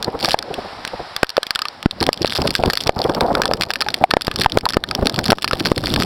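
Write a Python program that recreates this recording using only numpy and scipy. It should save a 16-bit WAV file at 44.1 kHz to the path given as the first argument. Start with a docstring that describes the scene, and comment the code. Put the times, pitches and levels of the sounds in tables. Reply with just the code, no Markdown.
"""Rain drops, blown in through a vehicle's open window, tick on the case of a small camera: noise bursts plus case modes.
Some cap its microphone port and plop: trapped air rings, and the overload makes the gain control duck.
Gusts buffet the port and rush round the window frame: coloured, fluttering noise.
Behind them the downpour hisses as steady noise, and a fine spray crackles as many tiny drops."""
import sys
import numpy as np
from scipy import signal
from scipy.fft import rfft, irfft, next_fast_len
from scipy.io import wavfile
from scipy.ndimage import map_coordinates

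SR = 44100
rng = np.random.default_rng(int(sys.argv[2]) if len(sys.argv) > 2 else 0)


def wav_record(signal):
    """Record a signal, one row per channel, as 16-bit PCM in the file named by sys.argv[1]."""
    frames = np.transpose(np.atleast_2d(signal))
    bounded = np.clip(frames, -1, 1)
    # unit amplitude maps onto the largest positive 16-bit level
    quanta = np.round(bounded * 32767).astype(np.int16)
    wavfile.write(sys.argv[1], SR, quanta)


N = 266839

# spectrum of wind rush and sloshing water: [f/Hz, relative level/dB]
RUSH_SPECTRUM = [(100, -14.5), (270, -7), (480, -2), (800, -2.5), (1100, -12), (1600, -21), (2400, -35.5),
                 (6000, -54)]


def amp(db):
    """Gain of a level in dB."""
    return 10 ** (np.asarray(db) / 20)


def unit(x):
    """Each row at rms 1."""
    return x / np.sqrt(np.mean(x ** 2, axis=-1, keepdims=True) + 1e-20)


def gain(points, hz):
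    """Gain of (Hz, dB) points joined on a log frequency axis."""
    f, db = np.transpose(points)
    return amp(np.interp(np.log(hz + 1), np.log(f + 1), db))


def curve(rows):
    """One value per sample from (s, value) rows."""
    return np.interp(np.arange(N) / SR, *np.transpose(rows))


def wobble(knots_per_s):
    """Smooth random curve through normally distributed knots."""
    knots = rng.standard_normal(int(N * knots_per_s / SR) + 4)
    return map_coordinates(knots, [np.arange(N) * knots_per_s / SR])


def coloured(x, response):
    """Causal minimum-phase filter with a given gain over frequency, along the last axis."""
    n = x.shape[-1]
    m = 2 * next_fast_len(n)
    log_gain = np.log(np.maximum(response(np.fft.rfftfreq(m, 1 / SR)), 1e-6))
    cepstrum = irfft(log_gain, m)
    # folding the cepstrum makes the phase minimal
    cepstrum[..., 1:m // 2] *= 2
    cepstrum[..., m // 2 + 1:] = 0
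    return irfft(rfft(x, m) * np.exp(rfft(cepstrum)), m)[..., :n]


def noise(spectrum, swell_db):
    """Noise of rms 1 that swells by swell_db before it takes its colour."""
    swelling = rng.standard_normal(N) * amp(swell_db)
    return unit(coloured(swelling, lambda hz: gain(spectrum, hz)))


def placed(times_s, sounds):
    """Each row of sounds laid down at its time."""
    start = np.round(np.abs(times_s) * SR).astype(int)[:, None]
    at = start + np.arange(sounds.shape[1])
    return np.bincount(at.ravel(), sounds.ravel(), N)[:N]


def puffs(spectrum, swell_db, patch_hz=400, depth_db=3):
    """Turbulent noise: each eddy also has its own colour, so neighbouring bands flutter apart."""
    x = noise(spectrum, swell_db)
    hz, _, z = signal.stft(x, SR, nperseg=512)
    frames = np.arange(z.shape[1])
    field = rng.standard_normal((int(hz[-1] / patch_hz) + 2, len(frames)))
    grid = np.meshgrid(hz / patch_hz, frames / 2, indexing="ij")
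    patches = map_coordinates(field, grid, mode="nearest")
    _, fluttering = signal.istft(z * amp(depth_db * patches), SR, nperseg=512)
    return unit(fluttering[:N])


def wind(dull_hz=1150, bright_db=-13):
    """Gusts add power to steady wind; head-on eddies shake the port, grazing ones rush, brighter when strong."""
    # steady wind between gusts: [t/s, level/dB]
    steady_rows = [(0, -28.5), (1.05, -43), (1.5, -53.5), (1.9, -38), (2.3, -34.5), (2.8, -35.5),
                   (3.25, -19), (3.75, -35), (4.4, -30), (4.85, -28), (5.45, -29), (6.05, -20)]
    # angle of the wind: [t/s, rush round the frame re buffet on the port/dB]
    graze_rows = [(0, 10), (.95, 5.5), (1.6, 10), (2.0, -2.5), (2.42, -2.5), (3.1, 8.5), (4.02, 3),
                  (4.38, -6.5), (5.0, -.5), (6.05, -10)]
    # gusts: [t/s, level/dB]
    gust_rows = [(.068, -19), (.138, -17), (.228, -18), (.276, -19), (.5, -26), (.577, -20), (.64, -27),
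                 (.93, -25), (.99, -27), (2.009, -12), (2.06, -18), (2.207, -18), (2.383, -15),
                 (2.409, -13), (2.439, -14), (2.485, -21), (2.588, -15), (2.645, -15), (2.668, -11),
                 (2.856, -17), (2.961, -16), (2.992, -19), (3.045, -12), (3.085, -12), (3.16, -17),
                 (3.208, -9), (3.24, -16), (3.3, -12.5), (3.335, -15), (3.363, -10), (3.394, -17),
                 (3.485, -19), (3.593, -20), (4.008, -20.5), (4.388, -17), (4.52, -18), (4.548, -17),
                 (4.63, -13), (4.98, -20), (5.015, -14), (5.05, -17), (5.175, -16), (5.285, -13),
                 (5.605, -21), (5.652, -20), (5.765, -10), (5.82, -20), (5.905, -17), (5.97, -17)]
    # spectrum of the buffet on the port: [f/Hz, relative level/dB]
    buffet_spectrum = [(15, -6), (75, 1.3), (190, 2), (380, -2), (700, -23.5), (2000, -49)]
    attack_s, hold_end_s, release_tau_s = 0.006, 0.016, 0.0115

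    s, db = np.transpose(gust_rows)[:, :, None]
    t = np.arange(SR // 2) / SR
    rise = np.clip(t / attack_s, 0, 1)
    fall = np.exp(-np.maximum(t - hold_end_s, 0) / release_tau_s)
    gusts = amp(db) * rise * fall
    strength = np.sqrt(amp(curve(steady_rows)) ** 2 + placed(s[:, 0], gusts ** 2))

    # both sounds share the same eddies
    eddies_db = 3.5 * np.tanh(1.3 * wobble(85))
    buffet = puffs(buffet_spectrum, eddies_db + 1.5 * wobble(130))
    rush = puffs(RUSH_SPECTRUM, eddies_db + 1.8 * wobble(200))
    dull = signal.sosfiltfilt(signal.butter(2, dull_hz, fs=SR, output="sos"), rush)
    rush = dull + (rush - dull) * np.sqrt(strength / amp(bright_db))
    graze = amp(curve(graze_rows))
    return strength * (buffet + graze * rush) / np.sqrt(1 + graze ** 2)


def downpour():
    """Countless far drops merge into a smooth hiss."""
    # rain on the field: [t/s, level/dB]
    level_rows = [(0, -41.5), (.42, -41), (.6, -34.5), (1.1, -35.5), (1.3, -39.5), (2, -41), (3.6, -49),
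                  (4.15, -39.5), (6.05, -46)]
    # spectrum of its hiss: [f/Hz, relative level/dB]
    hiss_spectrum = [(40, -6), (300, -8), (780, 13), (1700, 6.5), (2700, 0), (5100, 3), (7000, -17.5),
                     (9700, -19.5), (15500, -36)]
    flutter_db = .7 * wobble(20)
    return amp(curve(level_rows)) * noise(hiss_spectrum, flutter_db)


def drops(times_s, db, ring_db, attack_tau_s=0.0021, splash_t60_s=0.0023,
          tail_db=-31, tail_t60_s=0.016, treble_db=0):
    """A drop bursts in milliseconds of spatter, coloured by where it lands, and rings the case."""
    # case modes: [nominal f/Hz, nominal level/dB, t60/s]
    case_modes = [(1264, -3.5, 0.028), (1567, 0, 0.016), (1755, -12.5, 0.043), (2586, 1.5, 0.0052),
                  (1120, 3.5, 0.0046)]
    # spectrum of the splash: [f/Hz, relative level/dB]
    splash_spectrum = [(150, -11.5), (900, -10), (2000, -5.8), (3050, -1.2), (3550, 3.5), (3900, -1),
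                       (4350, 5.5), (5200, 3.5), (7000, -16), (9700, -16), (12500, -20.5), (15500, -29)]
    count, t = len(times_s), np.arange(SR // 48) / SR

    life_s = splash_t60_s * np.exp(.3 * rng.standard_normal((count, 1)))
    decay = amp(-60 * t / life_s) + amp(tail_db - 60 * t / tail_t60_s)
    shape = (1 - np.exp(-t / attack_tau_s)) * decay
    # each landing spot favours other frequencies
    spot = rng.uniform(0, 2 * np.pi, (count, 2))

    def splash_gain(hz):
        """Common spectrum, spot ripple, and treble tilt in dB per 10 kHz."""
        ripple_db = 2.2 * (np.sin(hz / 380 + spot[:, :1]) + np.sin(hz / 1100 + spot[:, 1:]))
        return gain(splash_spectrum, hz) * amp(ripple_db) * amp(treble_db * hz / 10000)

    splash = unit(coloured(shape * rng.standard_normal(shape.shape), splash_gain))

    ring = 0
    for hz, level_db, t60_s in case_modes:
        pitch_hz = hz * (1 + .03 * rng.standard_normal((count, 1)))
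        weight = rng.choice([-1, 1], (count, 1)) * amp(3 * rng.standard_normal((count, 1)))
        ring = ring + weight * amp(level_db - 60 * t / t60_s) * np.sin(2 * np.pi * pitch_hz * t)
    return placed(times_s, amp(db)[..., None] * (splash + amp(ring_db)[..., None] * unit(ring)))


def spray(count=750, db=-11.5, crowding=0.99, scatter_db=5, clump_db=2.5):
    """Fine droplets of mixed sizes crackle in loose clumps, thickest and hardest when the rain is blown in."""
    # fine droplets blown in: [t/s, relative level/dB]
    inflow_rows = [(0, -46), (.17, -46), (.2, -32), (.33, -30), (.4, -56), (1.95, -51), (2.03, -39),
                   (2.17, -40), (2.33, -34.5), (2.8, -37.5), (3.05, -39.5), (3.7, -40.5), (4.15, -45),
                   (4.42, -40), (4.85, -45), (5.3, -36.5), (6.05, -32.5)]
    inflow_db = curve(inflow_rows)
    flow = amp(crowding * inflow_db + clump_db * wobble(22))
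    # jittered, evenly spaced shares of the total flow give the arrival times
    share = (np.arange(count) + rng.uniform(-2.5, 2, count)) / count % 1
    at = np.searchsorted(np.cumsum(flow) / flow.sum(), share).clip(0, N - 1)
    size_db = scatter_db * np.minimum(rng.exponential(size=count), 2.1)
    return drops(at / SR, inflow_db[at] + size_db + db, ring_db=-11.5,
                 splash_t60_s=0.0016, tail_db=-37, treble_db=2.5)


def big_drops(brighter_per_db=0.22, ordinary_db=-23, glancing_db=-17):
    """Heavy drops strike the case: harder hits splash brighter, glancing ones barely ring it."""
    # drops on the case: [t/s, splash level/dB, case ring re splash/dB (square hits only)]
    ticks = [(.0266, -23.5, -8), (.045, -24), (.228, -25.5), (.2468, -17.5, -4), (.2567, -19),
             (.287, -24, -7), (.295, -25), (.308, -22), (.3175, -20), (.3333, -25), (.389, -21),
             (.426, -30, -3), (.541, -28.5), (.8503, -25.5, -9), (.876, -29), (1.1639, -21.5, -6.5),
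             (1.2305, -20.5, 4), (1.2443, -25.5, 3), (1.268, -32), (1.2929, -22.5), (1.302, -25.5),
             (1.368, -21, -.5), (1.4307, -22.5, -3.5), (1.4673, -28), (1.507, -18.5, -6), (1.5507, -25.5),
             (1.5573, -20, -3), (1.591, -26, -1), (1.6186, -21, -3), (1.654, -29, 5), (1.6843, -26.5),
             (1.8281, -31.5, -5), (1.9106, -18.5), (2.004, -24), (2.0098, -26), (2.0278, -18.5, -7),
             (2.0388, -25.5), (2.066, -20), (2.13, -14), (2.1417, -28), (2.1749, -32), (2.2191, -23),
             (2.2285, -27), (2.2583, -22), (2.2684, -28), (2.2754, -23, -9), (2.297, -28), (2.305, -27),
             (2.323, -26, -5), (2.3331, -29), (2.351, -25), (2.3553, -24), (2.361, -23), (2.368, -27.5),
             (2.376, -24), (2.418, -23), (2.4733, -24.5), (2.476, -21, -7), (2.5062, -22),
             (2.5518, -16, -6), (2.5615, -25), (2.6587, -20.5), (2.7, -20.5, 1.5), (2.7067, -25),
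             (2.734, -20, -7.5), (2.754, -27), (2.773, -18), (2.805, -27), (2.8089, -25), (2.8367, -29),
             (2.8708, -22), (2.8748, -22.5), (2.9901, -27), (3.0171, -21.5), (3.0411, -28),
             (3.0954, -30.5, -4), (3.1484, -26), (3.2082, -20, -4), (3.3515, -22.5, 3.5),
             (3.4183, -18.5, 0), (3.4353, -31, 5), (3.4555, -18.5, -1.5), (3.4786, -28),
             (3.5357, -18.5, -5.5), (3.6103, -19.5, -6), (3.621, -19), (3.6346, -21, -5),
             (3.705, -22.5, .5), (3.7126, -28), (3.7364, -24.5), (3.7571, -26.5, -.5), (3.8068, -22.5, -5),
             (3.813, -20, -6.5), (3.8206, -20.5, -2), (3.886, -23, .5), (3.904, -29), (3.942, -17.5),
             (4.1068, -22.5, -5), (4.1105, -15.5, 2.5), (4.137, -21, 4), (4.2102, -18.5, -2),
             (4.219, -13.5), (4.248, -27), (4.269, -21, -9), (4.314, -28, 2), (4.3596, -22, -9),
             (4.3875, -27), (4.3979, -26), (4.41, -22.5), (4.4151, -20, -6), (4.419, -21), (4.4356, -24),
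             (4.445, -27, 4), (4.4978, -26), (4.5206, -20), (4.5859, -16.5), (4.6092, -24),
             (4.655, -10, -3), (4.6888, -11), (4.697, -16.5), (4.7045, -16.5, -6), (4.7236, -26),
             (4.7349, -20, -3), (4.743, -21.5, -5), (4.8386, -13, -4), (4.8884, -29), (4.9112, -22, -2),
             (4.9502, -19.5), (5.0573, -25), (5.0695, -15, -10), (5.0964, -22, -6), (5.1426, -27.5, -7),
             (5.161, -26), (5.19, -20, -8.5), (5.2412, -26), (5.2559, -24), (5.2604, -22, -7.5),
             (5.2816, -24.5, -6), (5.3035, -16, -3), (5.308, -19), (5.3847, -24.5, 4.5), (5.422, -16.5),
             (5.4287, -19), (5.444, -13, .5), (5.4778, -18.5, -8), (5.4844, -27), (5.511, -25.5, 7.5),
             (5.532, -22, 1), (5.5981, -25), (5.6049, -28, 1), (5.6511, -25), (5.6567, -21, -.5),
             (5.663, -23), (5.6703, -22, -4), (5.7613, -19), (5.7788, -14), (5.8393, -29, 4), (5.858, -22),
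             (5.8702, -23), (5.9027, -28), (5.9393, -19), (5.961, -21, -.5), (6.0005, -24.5, -6),
             (6.009, -26), (6.0222, -22, .5), (6.0336, -25)]
    s, db, ring_db = np.transpose([(*row, glancing_db)[:3] for row in ticks])
    treble_db = np.clip(brighter_per_db * (db - ordinary_db), -6, 4)
    return drops(s, db, ring_db, treble_db=treble_db[:, None])


def plops(attack_tau_s=0.00072, rise_per_s=2.1, slosh_db=-30, slosh_t60_s=0.026):
    """A drop caps the port: trapped air is pushed and rings with rising pitch, water sloshes and spatters."""
    # drops on the port: [t/s, starting f/Hz, ring level before attack/dB, t60/s, one-sided push re ring/dB]
    port_hits = [(0.3434, 776, 16.5, 0.006, -51), (1.2322, 586, 31.5, 0.0027, -15),
                 (1.3795, 535, 7, 0.017, -48), (1.8589, 232, 17.5, 0.011, -26),
                 (2.0898, 585, 28.5, 0.0032, -28), (2.2466, 543, 13.5, 0.0053, -44),
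                 (2.6368, 620, 13.5, 0.0068, -14), (2.8932, 647, 26.5, 0.0041, -18),
                 (3.5125, 610, 9, 0.0069, -30), (3.864, 830, -12.5, 0.056, -21),
                 (4.039, 740, 13, 0.026, -49), (4.138, 670, 34, 0.0022, -33),
                 (4.1684, 660, 42, 0.0025, -29), (4.2806, 780, 13, 0.0024, 0.5),
                 (4.4605, 860, 17, 0.01, -9.5), (4.5729, 500, 55, 0.0028, -10.5),
                 (4.6638, 965, 16, 0.013, -30), (4.769, 458, 39.5, 0.0033, -11),
                 (5.32, 630, 60, 0.0019, -10), (5.329, 720, 34.5, 0.0031, -13),
                 (5.534, 494, 2.5, 0.012, -7.5), (5.7171, 384, 39.5, 0.0029, -31)]
    s, hz, db, t60_s, push_db = np.transpose(port_hits)[:, :, None]
    t = np.arange(SR // 20) / SR
    ring = np.sin(2 * np.pi * hz * t * (1 + rise_per_s * t / 2))
    air = amp(db - 60 * t / t60_s) * (ring + amp(push_db))
    water = unit(coloured(rng.standard_normal(air.shape), lambda f: gain(RUSH_SPECTRUM, f)))
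    slosh = amp(slosh_db + np.minimum(db, 35) / 2 - 60 * t / slosh_t60_s) * water
    plop = (air + slosh) * (1 - np.exp(-t / attack_tau_s))
    # harder drops spatter louder
    spatter = drops(s[:, 0], db=db[:, 0] / 3 - 36.5, ring_db=8.5)
    return placed(s[:, 0], plop) + spatter


def scene():
    """Wind and rain, far and near, at one microphone."""
    return (wind() + downpour() + spray() + big_drops() + plops())[None]


def ducked(x, depth_db=11, attack_tau_s=0.0067, release_tau_s=0.023, sensitivity=0.043, threshold=0.6):
    """Overload charges the gain control, which turns down fast and recovers slowly."""
    t = np.arange(SR // 2) / SR
    memory = np.exp(-t / release_tau_s) * (1 - np.exp(-t / attack_tau_s)) ** 2
    overload = np.maximum(np.abs(x) - threshold, 0)
    charge = signal.fftconvolve(overload, memory[None], axes=1)[:, :N]
    return x * amp(-depth_db * np.tanh(sensitivity * charge))


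def record(dry, ceiling=1.0, notch_hz=6300, notch_half_width_hz=230, notch_db=-25):
    """Gain control, clipping, the camera's narrow treble notch and its band limits."""
    clipped = np.clip(ducked(dry), -ceiling, ceiling)

    def notch_gain(hz):
        """Dip whose depth in dB halves at the half width."""
        return amp(notch_db / (1 + ((hz - notch_hz) / notch_half_width_hz) ** 2))

    notched = coloured(clipped, notch_gain)
    low_cut = signal.butter(1, 12, "high", fs=SR, output="sos")
    high_cut = signal.ellip(10, .1, 90, 16400, fs=SR, output="sos")
    return signal.sosfilt(np.vstack([low_cut, high_cut]), notched)


dry = scene()
out = record(dry)
wav_record(out)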